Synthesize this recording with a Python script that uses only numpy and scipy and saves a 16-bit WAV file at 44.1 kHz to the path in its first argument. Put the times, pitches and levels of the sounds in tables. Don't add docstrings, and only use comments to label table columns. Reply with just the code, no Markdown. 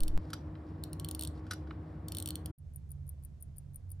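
import sys
import numpy as np
from scipy import signal
from scipy.fft import rfft, irfft
from scipy.io import wavfile

SR = 44100
rng = np.random.default_rng(int(sys.argv[2]) if len(sys.argv) > 2 else 0)


def transcribe(u):
    v = np.clip(np.atleast_2d(u).T, -1, 1)
    q = np.round(v * 32767).astype(np.int16)
    wavfile.write(sys.argv[1], SR, q)


N = 176400
T = np.arange(N) / SR
FREQS = np.arange(N // 2 + 1) * SR / N


def amp(db):
    return 10 ** (np.asarray(db) / 20)


def unit(x):
    return x / np.sqrt(np.sum(x ** 2))


def curve(points, column=1):
    table = np.array(points, float)
    return np.interp(np.log(FREQS + 1), np.log(table[:, 0]), table[:, column])


def colour(x, db):
    cepstrum = irfft(np.log(amp(db)), N)
    cepstrum[1:N // 2] *= 2
    cepstrum[N // 2 + 1:] = 0
    response = irfft(np.exp(rfft(cepstrum)), N)[:len(x) // 100]
    return signal.fftconvolve(x, unit(response))[:len(x)]


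def add(out, start_s, x):
    i = max(int(start_s * SR), 0)
    out[i:i + len(x)] += x[:len(out) - i]


def noise(shape):
    return unit(irfft(rfft(rng.standard_normal(N)) * shape, N)) * np.sqrt(N)


def burst(decay_s, size=6000):
    return unit(rng.standard_normal(size) * amp(-60 * T[:size] / decay_s))


def rattle(length_s, decay_s, edge_hz=SR, size=2048):
    hz = np.linspace(0, SR / 2, size // 2 + 1)
    chatter = irfft(rfft(rng.standard_normal(size)) / (1 + (hz / edge_hz) ** 4))
    return unit(chatter * amp(-60 * np.maximum(T[:size] - length_s, 0) / decay_s))


def ring(notes, edge_hz, scatter_db, detune, size=6000):
    t = T[:size]
    hz, db, decay_s = np.array(notes, float).T[:, :, None]
    gain = amp(db + scatter_db * rng.standard_normal(hz.shape)) / (1 + (hz / edge_hz) ** 4)
    hz = hz * (1 + detune * rng.standard_normal(hz.shape))
    waves = np.sin(2 * np.pi * (hz * t + rng.random(hz.shape)))
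    attack = np.minimum(t / .00026, 1)
    return unit(np.sum(gain * waves * amp(-60 * t / decay_s), axis=0) * attack)


def stereo(x, table):
    half = np.exp(.5j * curve(table)) * amp(curve(table, column=2) / 2)
    return irfft(rfft(x) * np.array([half, 1 / half]), N)


# pitch_hz, level_db
WALL_TONE = [(1000, -6), (3000, 8), (5300, 3), (6400, 7), (7500, 3), (9000, -3), (12000, -3.5), (14500, -7),
             (16500, -19)]


def echo(x, decay_s, level_db):
    fade = amp(-60 * T / decay_s) * np.minimum(T / .0022, 1)
    tails = [colour(rng.standard_normal(N) * fade, curve(WALL_TONE)) for _ in range(2)]
    return amp(level_db) * np.array([signal.fftconvolve(x, unit(tail))[:N] for tail in tails])


# pitch_hz, level_db
WINDING_AIR = [(15, -77.5), (25, -37), (38, -29), (56, -6), (80, -1), (102, -4), (120, -21), (145, 1.5),
               (200, -11), (309, -8), (394, -16), (775, -22.5), (1840, -34.5), (2690, -44.5), (3820, -50),
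               (6210, -57), (16000, -68.5)]
TICKING_AIR = [(15, -38), (25, -7.5), (53, -3.5), (92, -7), (166, -13), (236, -25), (427, -34.5),
               (714, -37.5), (775, -42.5), (2990, -55), (6380, -57), (10400, -62), (12500, -65),
               (16000, -83)]
# pitch_hz, level_db, width_hz
WINDING_HUMS = [(75.1, -47.5, 13.9), (95.7, -49, 9.6), (153, -53.5, 13.2), (485, -73, 22),
                (1116.6, -73.5, 6.7)]
TICKING_HUMS = [(72.8, -52, 3.4), (90.36, -51, 3.5), (139.6, -55, 12.2)]
# pitch_hz, side_over_middle_db, left_over_right_db
WINDING_WIDTH = [(60, -35, 0), (180, -26, .4), (310, -16, 0.5), (696, -4.5, 2.5), (1300, -1, 1),
                 (2500, -15, 0), (9050, -2.5, 0.5)]
TICKING_WIDTH = [(58.5, -21.5, -1), (145, -4, -5.5), (407, -3.5, -0.5), (1470, -1, -0.5),
                 (9000, -2.5, -3.5)]


def room_tone(air, hums, widths, air_db):
    shape = amp(curve(air))
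    middle = amp(air_db) * noise(shape)
    for hz, db, width_hz in hums:
        middle += amp(db) * noise(1 / (1 + (2 * (FREQS - hz) / width_hz) ** 2))
    side_spectrum = rfft(amp(air_db) * noise(shape)) * amp(curve(widths))
    sign = np.array([[1], [-1]])
    balance = amp(sign * curve(widths, column=2) / 2)
    return irfft((rfft(middle) + sign * side_spectrum) * balance, N)


def fan(pitch_hz=311.4, level_db=-53.5, waver_db=1.3, waver_hz=15):
    waver = noise(1 / (1 + (FREQS / waver_hz) ** 4))
    return np.sqrt(2) * amp(level_db - waver_db * waver) * np.sin(2 * np.pi * pitch_hz * T)


def rumble(pitch_hz=10.7, level_db=-22.5, end_s=.1767, pop_db=-27.5):
    shape = np.minimum(FREQS / pitch_hz, 1) / (1 + (FREQS / pitch_hz) ** 3)
    fade = np.clip(np.minimum(T, end_s - T) / .018, 0, 1)
    deep = amp(level_db) * noise(shape) * fade
    add(deep, end_s, -amp(pop_db) * np.exp(-T / .012))
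    return deep


# start_s, level_db
PAWL_CLICKS = [(.0052, -3), (0.0342, -3.5), (0.0801, -1), (0.8376, -1.5), (0.9313, -6), (0.998, -4.5),
               (1.0466, -3), (1.0874, -3.5), (1.112, -2), (1.149, -2), (1.1938, -2), (1.2107, -1.5),
               (1.2235, -2), (1.2355, -1.5), (1.2499, -2), (1.274, -3), (2.0842, -3.5), (2.1209, -1.5),
               (2.149, -3.5), (2.1698, -1.5), (2.1849, -2), (2.201, -4.5), (2.2249, -1.5), (2.259, 0),
               (2.2751, -2), (2.288, -1.5), (2.3057, -1), (2.3556, -2.5), (2.459, -2.5)]
# pitch_hz, level_db
SNAP_TONE = [(1000, -35), (2100, -31), (2900, -5), (4400, -2), (5900, -7.5), (6500, -2.5), (7300, -11),
             (8800, 3.5), (10700, -2), (11500, 1), (12700, -4.5), (14300, 7.5), (15600, 1.5), (17000, -25)]
# pitch_hz, level_db, decay_s
WORKS_NOTES = [(3080, -11, .014), (3550, -8.5, .011), (4380, -3.5, .013), (5620, -23, .06),
               (7950, -5, .006), (8870, 3, .009), (9280, -1, .008), (11580, -20, .055), (14030, -24, .045),
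               (14150, -3.5, .007)]
# pitch_hz, left_lead_radians, left_over_right_db
WINDING_STEREO = [(300, 0, .5), (1100, -.7, 0), (1500, .1, 0), (2400, .1, 0), (3300, 1.1, 0), (5000, .5, 0),
                  (8000, .8, 0), (11000, 1.7, 0), (16000, 2.7, 0)]


def ratchet(snap_db=-18.5, works_db=-18, chatter_db=-3, case_db=-7, bounce_db=-3.5):
    snaps, rings = np.zeros((2, N))
    for start_s, db in PAWL_CLICKS:
        bounce_s = .0009 + .0001 * rng.standard_normal()
        for delay_s, soft_db in ((0, 0), (bounce_s, bounce_db)):
            shiver = amp(chatter_db) * burst(decay_s=.0045) + amp(case_db) * burst(decay_s=.015)
            crack = signal.unit_impulse(len(shiver))
            add(snaps, start_s + delay_s, amp(db + soft_db + snap_db) * (crack + shiver))
        add(rings, start_s, amp(db + works_db) * ring(WORKS_NOTES, SR, scatter_db=1.5, detune=.002))
    direct = colour(snaps, curve(SNAP_TONE)) + rings
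    return stereo(direct, WINDING_STEREO) + echo(direct, decay_s=.22, level_db=-16.5)


# start_s, length_s, level_db
THUMB_RUBS = [(0.063, 0.46, -75.5), (0.435, 0.56, -83), (0.665, 0.047, -80), (1.33, 0.084, -70),
              (1.394, 0.27, -76), (1.663, 0.11, -78.5), (1.765, 0.25, -83)]
# pitch_hz, level_db
RUB_TONE = [(1200, 1), (2600, 0), (4000, 5), (5500, 4), (6300, -2), (7500, -7), (11000, -9), (15500, -30)]


def rubbing(rough_db=2.5, grain_hz=120):
    swell = np.zeros(N)
    for start_s, length_s, db in THUMB_RUBS:
        add(swell, start_s, amp(db) * np.hanning(int(length_s * SR)) ** .5)
    grain = amp(rough_db * noise(1 / (1 + (FREQS / grain_hz) ** 2)))
    hiss = noise(amp(curve(RUB_TONE)))
    return stereo(swell * grain * hiss, WINDING_STEREO)


# start_s, level_db, treble_edge_hz, rattle_s, extra_ring_db
GRIP_KNOCKS = [(0.3032, -12, 10000, 0.0017, -8), (0.3321, 1, 15000, 0.0011, 1),
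               (0.3347, -3, 9000, 0.0057, 2.5), (0.553, -14, 3380, 0.0016, -12),
               (1.4666, -20.5, 6800, 0.0018, -4), (1.507, -12, 9900, 0.0024, -11.5),
               (1.5102, 4.5, 11000, 0.0025, -2), (1.514, -4.5, 6000, 0.0028, 4.5),
               (1.52, -3.5, 10000, 0.0026, 0), (1.5336, -2.5, 13700, 0.0032, -2),
               (1.6725, -24, 5000, .003, 2), (1.708, -2, 2400, 0.001, -10.5)]
# pitch_hz, level_db
CONTACT_TONE = [(700, -36.5), (1000, -6), (1400, 7.5), (1900, -3), (2600, -7), (4000, 1.5), (5000, -1.5),
                (5900, -6), (6400, -3.5), (7200, -6.5), (9500, -2), (11400, 5.5), (13500, -4.5),
                (16500, -12)]
# pitch_hz, level_db, decay_s
BOW_NOTES = [(1097, -16.5, 0.084), (1324, 0.5, .035), (1471, 11, 0.041), (2940, -10, 0.043),
             (4230, -14.5, 0.022), (4620, -5, 0.033), (4950, 0, 0.047), (5780, 1, 0.035),
             (8900, -10, 0.023), (11700, -19, .012)]


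def knocks(contact_db=-19.5, bow_db=-15.5):
    contacts, rings = np.zeros((2, N))
    for start_s, db, edge_hz, rattle_s, ring_db in GRIP_KNOCKS:
        add(contacts, start_s, amp(db + contact_db) * rattle(rattle_s, decay_s=.025, edge_hz=edge_hz))
        ringing = ring(BOW_NOTES, edge_hz, scatter_db=1.5, detune=.005)
        add(rings, start_s, amp(db + ring_db + bow_db) * ringing)
    direct = colour(contacts, curve(CONTACT_TONE)) + rings
    return stereo(direct, WINDING_STEREO) + echo(direct, decay_s=.22, level_db=-16)


# drop_s, level_db, unlock_lead_s, push_lead_s, push_over_drop_db
WATCH_BEATS = [(2.5846, -8, .023, 0.015, -18), (2.7597, -1, 0.023, 0.013, -20),
               (2.9166, -2, .0245, 0.011, -9), (3.0923, -1.5, 0.025, 0.014, -14),
               (3.2494, -4, 0.024, .0124, -7), (3.425, 1, 0.021, 0.015, -15), (3.5828, 0, 0.02, 0.014, -10),
               (3.7587, 0, 0.024, 0.014, -9.5), (3.9162, -1, 0.023, 0.013, -9)]
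# pitch_hz, level_db
BEAT_TONE = [(2000, -48), (4800, -26.5), (6500, -28), (8400, -22), (9700, 0), (10900, -3), (11800, -1),
             (13000, -7), (14300, -9), (15400, -13), (16800, -19)]
# pitch_hz, tock_db, tick_db, decay_s
ESCAPEMENT_NOTES = [(4750, -16, -40, .014), (8830, -34, -23, .09), (9630, -2, 0, .034), (9820, 0, 0, .012),
                    (10800, -10, -14, .012), (11850, 2, 4, .0085), (13400, -3, -6, .011),
                    (15500, -12, -12, .012)]
# pitch_hz, left_lead_radians, left_over_right_db
TICKING_STEREO = [(79, -9, 2), (4950, 2, 0), (8750, 1, 0), (9870, -6.5, 13), (11040, -2, 6),
                  (11700, -1.2, 8), (13600, -1, -2), (15600, 2.5, -2)]


def ticking(level_db=-26, unlock_db=-20):
    blows, rings = np.zeros((2, N))
    tock = [(hz, db, decay_s) for hz, db, _, decay_s in ESCAPEMENT_NOTES]
    tick = [(hz, db, decay_s) for hz, _, db, decay_s in ESCAPEMENT_NOTES]
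    # rattle_s, decay_s, treble_edge_hz, extra_ring_db
    slide, drop = (.0007, .009, 12300, -3.5), (0, .014, SR, 0)
    for beat, (drop_s, db, unlock_lead_s, push_lead_s, push_db) in enumerate(WATCH_BEATS):
        steps = (unlock_lead_s, unlock_db, slide), (push_lead_s, push_db, slide), (0, 0, drop)
        for lead_s, soft_db, (rattle_s, decay_s, edge_hz, ring_db) in steps:
            gain = amp(level_db + db + soft_db)
            add(blows, drop_s - lead_s, gain * rattle(rattle_s, decay_s, edge_hz))
            ringing = ring(tick if beat % 2 else tock, edge_hz, scatter_db=1, detune=.0008)
            add(rings, drop_s - lead_s, gain * amp(ring_db) * ringing)
    direct = colour(blows, curve(BEAT_TONE)) + rings
    return stereo(direct, TICKING_STEREO) + echo(direct, decay_s=.14, level_db=-17)


def scene(stop_s=2.507, return_s=2.579, notch_hz=6330):
    winding = ratchet() + knocks() + rubbing()
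    winding += room_tone(WINDING_AIR, WINDING_HUMS, WINDING_WIDTH, air_db=-48) + fan() + rumble()
    winding = signal.lfilter(*signal.iirnotch(notch_hz, Q=11, fs=SR), winding)
    resting = ticking() + room_tone(TICKING_AIR, TICKING_HUMS, TICKING_WIDTH, air_db=-53)
    fade_out = np.clip((stop_s - T) / .0078 + 1, 0, 1)
    fade_in = np.clip((T - return_s) / .095, 0, 1) ** .5
    return winding * fade_out + resting * fade_in


def record(dry):
    return signal.sosfilt(signal.ellip(8, .2, 70, 16500, fs=SR, output="sos"), dry)


dry = scene()
out = record(dry)
transcribe(out)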